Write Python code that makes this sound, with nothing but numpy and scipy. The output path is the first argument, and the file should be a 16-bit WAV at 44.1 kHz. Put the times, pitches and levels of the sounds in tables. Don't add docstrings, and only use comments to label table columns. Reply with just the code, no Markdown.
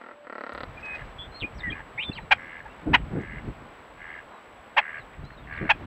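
import sys
import numpy as np
from scipy import signal
from scipy.fft import rfft, irfft, next_fast_len
from scipy.io import wavfile
from scipy.ndimage import uniform_filter1d, map_coordinates

SR = 44100
rng = np.random.default_rng(int(sys.argv[2]) if len(sys.argv) > 2 else 0)


def decibels_to_gain(level_db):
    exponent = np.asarray(level_db, float) / 20
    return 10 ** exponent


def dump_mix(stems):
    frames = np.atleast_2d(stems).T
    limited = np.clip(frames, -1, 1)
    pcm = np.round(limited * 32767).astype(np.int16)
    wavfile.write(sys.argv[1], SR, pcm)


N = 258426
T = np.arange(N) / SR
CUT_S = .525


def unit(x):
    return x / np.sqrt(np.mean(x ** 2) + 1e-20)


def curves(rows, t=T):
    s, *cols = np.transpose(rows)
    return [np.interp(t, s, c) for c in cols]


def wobble(rate):
    knots = rng.standard_normal(int(N * rate / SR) + 4)
    return map_coordinates(knots, [T * rate])


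def filtered(x, response):
    m = next_fast_len(len(x) + 8192)
    spectrum = rfft(x, m) * response(np.fft.rfftfreq(m, 1 / SR))
    return irfft(spectrum, m)[:len(x)]


def colour(points):
    f, db = np.transpose(points)
    return lambda hz: decibels_to_gain(np.interp(np.log(hz + 1), np.log(f), db))


def resonant(modes):
    def response(f):
        total = 0
        for k, (centre, width, db) in enumerate(modes):
            ring = 1j * f * width / (centre * centre - f * f + 1j * f * width)
            total = total + (-1) ** k * decibels_to_gain(db) * ring
        return total
    return response


def noise(points):
    return unit(filtered(rng.standard_normal(N), colour(points)))


def add(x, s, piece):
    part = x[round(s * SR):][:len(piece)]
    part += piece[:len(part)]


def scrub_echo(x, wet_db, t60):
    t = np.arange(SR // 3) / SR
    tail = rng.standard_normal(len(t)) * decibels_to_gain(-60 * t / t60) * (t > .004)
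    return x + decibels_to_gain(wet_db) * signal.fftconvolve(x, tail / np.linalg.norm(tail))[:N]


def camera():
    # t/s, whine early in a field/dB, whine late in it/dB, hiss/dB
    camera_steps = [(0, -78, -78, -86), (.535, -71, -79, -78), (.805, -72, -72, -78), (2.34, -69, -83, -78),
                    (2.9, -71, -73.5, -78), (3.4, -70, -77, -78), (5.2, -76, -79, -78)]
    # f/Hz, level/dB
    hiss_colour = [(3000, -120), (5000, -17.5), (7000, 3), (10000, -1.5), (15700, 1), (16000, -120)]
    whine_hz, field_hz = 7797.5, 59.51
    rows = np.array(camera_steps)
    current = np.searchsorted(rows[:, 0], T, side="right") - 1
    early_db, late_db, hiss_db = rows[current, 1:].T
    fields = field_hz * T - np.where(T < .535, .885, .325)
    whine_db = np.where(fields % 1 < .44, early_db, late_db)
    whine_gain = uniform_filter1d(decibels_to_gain(whine_db), size=20)
    flip = np.tanh(30 * np.sin(np.pi * fields))
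    whine = np.sqrt(2) * whine_gain * flip * np.sin(2 * np.pi * whine_hz * T)
    return whine + decibels_to_gain(hiss_db - 3.5) * noise(hiss_colour)


def wind():
    # t/s, level/dB
    scrub_levels = [(0, -57), (.29, -62), (.46, -56.5), (.85, -52), (1.43, -54.5), (3.1, -54.5),
                    (5.3, -56.5), (5.86, -53.5)]
    # t/s, level/dB
    breeze_levels = [(0, -78), (.515, -78), (.545, -60), (1, -56), (2.8, -55), (3.3, -50), (3.8, -58),
                     (4.2, -58), (4.39, -72), (4.6, -59), (4.88, -66), (5.1, -57), (5.86, -52)]
    # peak t/s, half length/s, rumble level/dB, slap over rumble/dB
    gusts = [(0.64, 0.023, -48, -7), (0.687, 0.15, -50.5, -26.5), (1.055, 0.05, -41.5, -19),
             (1.192, 0.024, -42, -19), (1.29, 0.037, -44, -13), (1.437, 0.015, -34, -0.5),
             (1.574, 0.0378, -41, -8), (1.705, 0.039, -35, -5.5), (1.805, 0.022, -51, -20),
             (1.981, .08, -62, -4), (2.097, 0.0083, -35, 4.5), (2.174, 0.044, -45.5, -18),
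             (2.238, 0.019, -40, -10), (2.355, 0.11, -58, 0), (2.676, 0.03, -59, -14),
             (2.883, 0.016, -31.5, 8.5), (2.918, 0.045, -34.5, 9.5), (3.063, 0.075, -34.5, -13),
             (3.166, 0.042, -39.5, 15.5), (3.354, 0.098, -45, -2), (3.475, 0.039, -35, -2.5),
             (3.627, 0.03, -45.5, -1.5), (4.991, 0.041, -49, -20), (5.231, .06, -41, -9),
             (5.513, 0.136, -47.5, -8), (5.636, 0.027, -39, 11.5), (5.737, 0.095, -44, -4.5),
             (5.85, .06, -40, -2.5)]
    # f/Hz, level/dB
    rumble_colour = [(12, -33), (25, -5), (50, 4.5), (95, -0.5), (155, -2.5), (250, -14), (400, -61.5),
                     (700, -120)]
    slap_colour = [(53, -35), (90, -4), (296, -3.5), (551, -17), (937, -30), (1070, -44), (1500, -28.5),
                   (1950, -65), (3300, -120)]
    scrub_colour = [(120, -30), (200, -2.5), (390, -2), (550, 0.5), (1100, -0.5), (2270, -8), (3200, -15),
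                    (4000, -21.5), (5000, -30), (6300, -37), (8000, -46.5)]
    gust_fall_db, squareness = 9, 1.46
    slap_floor_db, slap_follows = -67, .12

    breeze_db, = curves(breeze_levels)
    s, half, gust_db, slap_db = np.transpose(gusts)[..., None]
    coarse = T[::32]
    shape_db = gust_db - gust_fall_db * (np.abs(coarse - s) / half) ** squareness
    shape_db = np.where(coarse > CUT_S, shape_db, -120)
    gust_rumble = decibels_to_gain(shape_db).max(axis=0)
    gust_slap = decibels_to_gain(shape_db + slap_db).max(axis=0)
    rumble_gain = decibels_to_gain(breeze_db) + np.interp(T, coarse, gust_rumble)
    slap_floor = decibels_to_gain(slap_floor_db + slap_follows * (breeze_db + 50))
    slap_gain = slap_floor + np.interp(T, coarse, gust_slap)

    lump = wobble(22)
    rumble = unit(noise(rumble_colour) * decibels_to_gain(lump + 2.3 * wobble(50)))
    slap = unit(noise(slap_colour) * decibels_to_gain(lump + 3.2 * wobble(80)))
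    far_db = curves(scrub_levels)[0] + 6.5 + 0.45 * wobble(7) + 0.4 * wobble(40)
    return rumble_gain * rumble + slap_gain * slap + noise(scrub_colour) * decibels_to_gain(far_db)


def rustles():
    # t/s, peak level/dB, centre f/Hz, length/s; the first row is the tick at the scene change
    puffs = [(0.535, -63, 6920, 0.0055), (0.799, -73, 3530, .008), (0.809, -62, 3550, 0.014),
             (0.858, -56.5, 3420, 0.015), (0.956, -54, 3110, 0.02), (1.056, -66.5, 3430, 0.0197),
             (2.007, -67.5, 5190, 0.003), (3.218, -69, 5120, 0.0155), (4.345, -48, 930, 0.067),
             (5.139, -47, 1620, 0.0202), (5.253, -58, 4000, .004), (5.307, -40.5, 1440, 0.0048)]
    out = np.zeros(N)
    for s, db, hz, length in puffs:
        n = round(2 * length * SR) + 16
        puff = filtered(rng.standard_normal(n), lambda f: np.exp(-(np.log((f + 1) / hz) / 0.49) ** 2))
        add(out, s - length, decibels_to_gain(db) * unit(puff) * np.hanning(n))
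    return out


def toad():
    # first pulse t/s, end t/s, level/dB, swell/s
    purrs = [(0.782, 1.042, -59, .12), (1.58, 1.834, -59, 0.042), (2.367, 2.625, -58.5, 0.028),
             (3.146, 3.41, -58.5, 0.085), (3.977, 4.217, -58, 0.042), (4.799, 5.011, -53.5, 0.015),
             (5.47, 5.717, -53, .07)]
    # f/Hz, width/Hz, level/dB
    sac_modes = [(1735, 130, 7.5), (2170, 150, 2.5), (2750, 220, -11), (3390, 100, -21)]
    sac_low_modes = [(1160, 180, 5.5)]
    out = np.zeros(N)
    for s, end, db, swell in purrs:
        rate = 81.5 if s < 4.5 else 78
        low_db = -9 + 1.3 * (db + 55)
        t = np.arange(0, end - s, 1 / SR)
        gate = np.exp(3.6 * (np.cos(2 * np.pi * (rate * t - .3)) - 1))
        clicks = np.diff(np.floor(5 * rate * t), prepend=0)
        taps = gate * (rng.standard_normal(len(t)) * .07 + clicks)
        call = unit(filtered(taps, lambda f: resonant(sac_modes)(f) - decibels_to_gain(low_db) * resonant(sac_low_modes)(f)))

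        def rising(f):
            delay = np.exp(-1j * np.pi * 2.5e-6 * (f - 1900) ** 2)
            return delay * f ** 4 / (f ** 4 + 1050.0 ** 4) / (1 + (f / 3800) ** 8)

        call = filtered(call, rising)
        swell_in = np.clip(t / swell, .3, 1)
        stop = np.clip((t[-1] - t) / 0.022, 0, 1)
        add(out, s, decibels_to_gain(db + 16) * call * swell_in * stop)
    return out


def whistle(notes, buzz, buzz_hz):
    attack_s, release_s, swell_db_per_s = 0.0043, 0.0053, 30
    dull_hz, dull_db_per_octave = 2800, 20.5
    out = np.zeros(N)
    for s, length, first_hz, last_hz, level_db in notes:
        t = np.arange(0, length, 1 / SR)
        hz = first_hz + (last_hz - first_hz) * t / length
        dulling_db = dull_db_per_octave * np.log2(np.maximum(hz / dull_hz, 1))
        db = level_db + swell_db_per_s * (t - length / 2) - dulling_db
        chop = 2 * np.pi * buzz_hz * (s + t)
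        phase = 2 * np.pi * np.cumsum(hz * (1 + 0.089 * buzz * np.cos(chop))) / SR
        edge = np.clip(np.minimum(t / attack_s, (length - t) / release_s), 0, 1)
        add(out, s, np.sqrt(2) * decibels_to_gain(db) * edge * (1 + buzz * np.sin(chop)) * np.sin(phase))
    return out


def songbird():
    # start t/s, length/s, first f/Hz, last f/Hz, level/dB
    held_notes = [(.77, 0.017, 2340, 2500, -44.5), (.827, 0.14, 2540, 2503, -36.5),
                  (1.183, 0.0774, 3380, 3510, -38.5), (1.185, 0.073, 3200, 3290, -43.5),
                  (1.315, 0.026, 4150, 4100, -49.5), (1.342, 0.062, 4186, 4260, -36),
                  (1.435, 0.027, 2433, 2478, -31.5), (1.545, 0.04, 5620, 5870, -47),
                  (1.602, 0.013, 3800, 3460, -35), (1.635, 0.063, 2012, 1867, -31.5),
                  (1.685, 0.016, 1780, 1885, -52), (1.7, 0.0147, 3300, 3140, -32),
                  (1.718, 0.0177, 2280, 2560, -34.5), (1.755, 0.026, 1150, 1076, -46.5),
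                  (1.793, 0.022, 872, 875, -44.5), (1.97, 0.048, 796, 900, -50),
                  (2.045, 0.056, 3573, 3496, -30.5), (2.115, 0.013, 2740, 2663, -37.5),
                  (2.183, .018, 950, 842, -42.5), (2.2, 0.036, 4070, 3930, -51.5),
                  (2.652, 0.021, 856, 886, -41.5), (2.656, 0.0144, 1680, 1730, -44.5),
                  (2.696, 0.033, 2650, 2800, -57)]
    slides = [(1.576, 0.0254, 5740, 3670, -39.5), (1.976, 0.0542, 2050, 3315, -31),
              (1.981, 0.025, 1800, 2470, -33), (2.127, 0.017, 4450, 3680, -32.5),
              (2.149, .033, 3350, 2558, -42.5), (2.173, 0.021, 2625, 1644, -39),
              (2.67, .017, 950, 2510, -49.5)]
    far_birds = [(1.975, .045, 3520, 3700, -50), (2.35, .12, 5300, 5620, -62), (4.3, .09, 4050, 3800, -62),
                 (4.978, .052, 4550, 3650, -54), (5.24, .045, 3880, 4230, -51),
                 (5.285, .075, 4260, 4160, -57), (5.373, .024, 3880, 3600, -48),
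                 (5.428, .024, 3560, 3200, -59), (5.525, .021, 4750, 3750, -52),
                 (5.553, .036, 4750, 3200, -52), (5.608, .08, 4190, 4130, -60),
                 (5.446, .009, 3050, 2250, -55)]
    dove = [(.1, .17, 585, 587, -54.5)]
    buzzed_notes = [(1.398, 0.041, 4086, 2090, -35.5), (2.02, 0.0223, 2400, 2480, -38),
                    (2.025, 0.025, 3400, 3517, -33.5), (2.145, .028, 4700, 4250, -44),
                    (2.172, 0.019, 4340, 1910, -44), (1.71, .013, 4280, 2200, -45.5)]
    clear = whistle(held_notes + slides + far_birds + dove, buzz=0, buzz_hz=0)
    buzzed = whistle(buzzed_notes, buzz=.8, buzz_hz=150)
    return (clear + buzzed) * decibels_to_gain(0.8 * wobble(100))


def falcon():
    # first clack t/s, number of clacks, spacing/s, full peak level/dB, brightness/dB
    trills = [
        (-.0589, 8, .0243, -32.5, -56),
        (.134, 1, .03, -36, -51),
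        (.247, 1, .03, -34, -36),
        (0.2693, 14, .02797, -25.5, -38),
    ]
    # f/Hz, width/Hz, level/dB
    gullet_modes = [(319.7, 93, 4.5), (575, 73, 8.5), (950, 400, 0.5), (1370, 114, 9), (1900, 160, 3.5)]
    beak_modes = [(3000, 900, 9), (4000, 400, 12), (4730, 350, 3)]
    warm_up_db, warm_up_clacks, brighten_db = 6, 0.81, 1.5
    low, high = np.zeros(N), np.zeros(N)
    for first, clacks, spacing, full_db, first_bright_db in trills:
        for j in range(round(clacks)):
            s = first + j * spacing
            bright_db = first_bright_db + brighten_db * j
            db = full_db - warm_up_db * np.exp(-j / warm_up_clacks)
            for k, slap_db in enumerate([0, -2, -7]):
                puff = np.hanning(13) * decibels_to_gain(rng.normal(0, 1))
                at = s + k * .0042 + rng.normal(0, 0.00027)
                if at < 0:
                    continue
                add(low, at, decibels_to_gain(db + slap_db + 8.5) * puff)
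                add(high, at, decibels_to_gain(db + bright_db + 1.5 * slap_db + 22) * np.diff(puff[::2]))
    beak = filtered(high, lambda f: resonant(beak_modes)(f) / (1 + (f / 4900) ** 12))
    return filtered(low, resonant(gullet_modes)) + beak


def quail():
    clucks = [
        (2.308, 0.03085, 886, 600, -12),
        (2.931, 0.036, 1034, 710, -13),
        (4.764, 0.043, 1001, 688, -15.5),
        (5.691, 0.035, 842, 772, -14),
    ]
    # f/Hz, width/Hz, level/dB
    throat_modes = [(793, 1660, -5), (1520, 296, 3), (2400, 300, 4), (3314, 320, -8)]
    # f/Hz, level/dB
    chest_colour = [(250, -39), (430, -38), (580, -4.5), (3300, -4), (3900, -9), (5000, -15.5), (7000, -24),
                    (10000, -25), (15700, -33.5)]
    first_hz = 720
    out, grit, sway = np.zeros(N), wobble(1500), wobble(330)
    ring = resonant(throat_modes)
    for s, length, top_hz, last_hz, db in clucks:
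        u = np.linspace(0, 1, round(length * SR))
        here = slice(round(s * SR), round(s * SR) + len(u))
        opening = np.sin(np.pi * u)
        arch = first_hz + (last_hz - first_hz) * u + (top_hz - (first_hz + last_hz) / 2) * opening
        turns = np.cumsum(arch * (1 + .055 * sway[here] + .06 * grit[here])) / SR
        sizes = decibels_to_gain(2.2 * rng.standard_normal(60) + 2 * (-1) ** np.arange(60))
        size = sizes[np.round(turns).astype(int)]
        puff = np.exp(40 * (np.cos(2 * np.pi * turns) - 1))
        breath = .14 * rng.standard_normal(len(u)) * (1.2 + np.cos(2 * np.pi * turns))
        air = size * puff + breath
        wide = filtered(air * opening ** 2, ring)
        narrow = filtered(air * (1 - opening ** 2), lambda f: ring(f * 1.17) / (1 + (f / 3000) ** 2))
        voice = filtered(wide + narrow, lambda f: ((f + 1) / 1600) ** (0.1 * (db + 12)))
        squeezed = 2.5 * np.tanh(unit(voice) / 2.5)
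        squeezed = unit(filtered(squeezed, colour(chest_colour)))
        add(out, s, -decibels_to_gain(db) * squeezed * np.sin(np.pi * u ** .9))
    return out


def scene():
    far = scrub_echo(songbird() + toad(), wet_db=-8.0, t60=0.079)
    near = scrub_echo(quail() + falcon() + rustles(), wet_db=-20.5, t60=0.096)
    fade = np.clip((T[-1] - T) / .006, 0, 1)
    return (fade * (near + far + wind() + camera()))[None]


def top_cut(x):
    return signal.sosfilt(signal.butter(12, 15760, fs=SR, output="sos"), x)


def record(dry):
    mix = dry + 0.14 * dry ** 2
    return top_cut(mix)


dry = scene()
out = record(dry)
dump_mix(out)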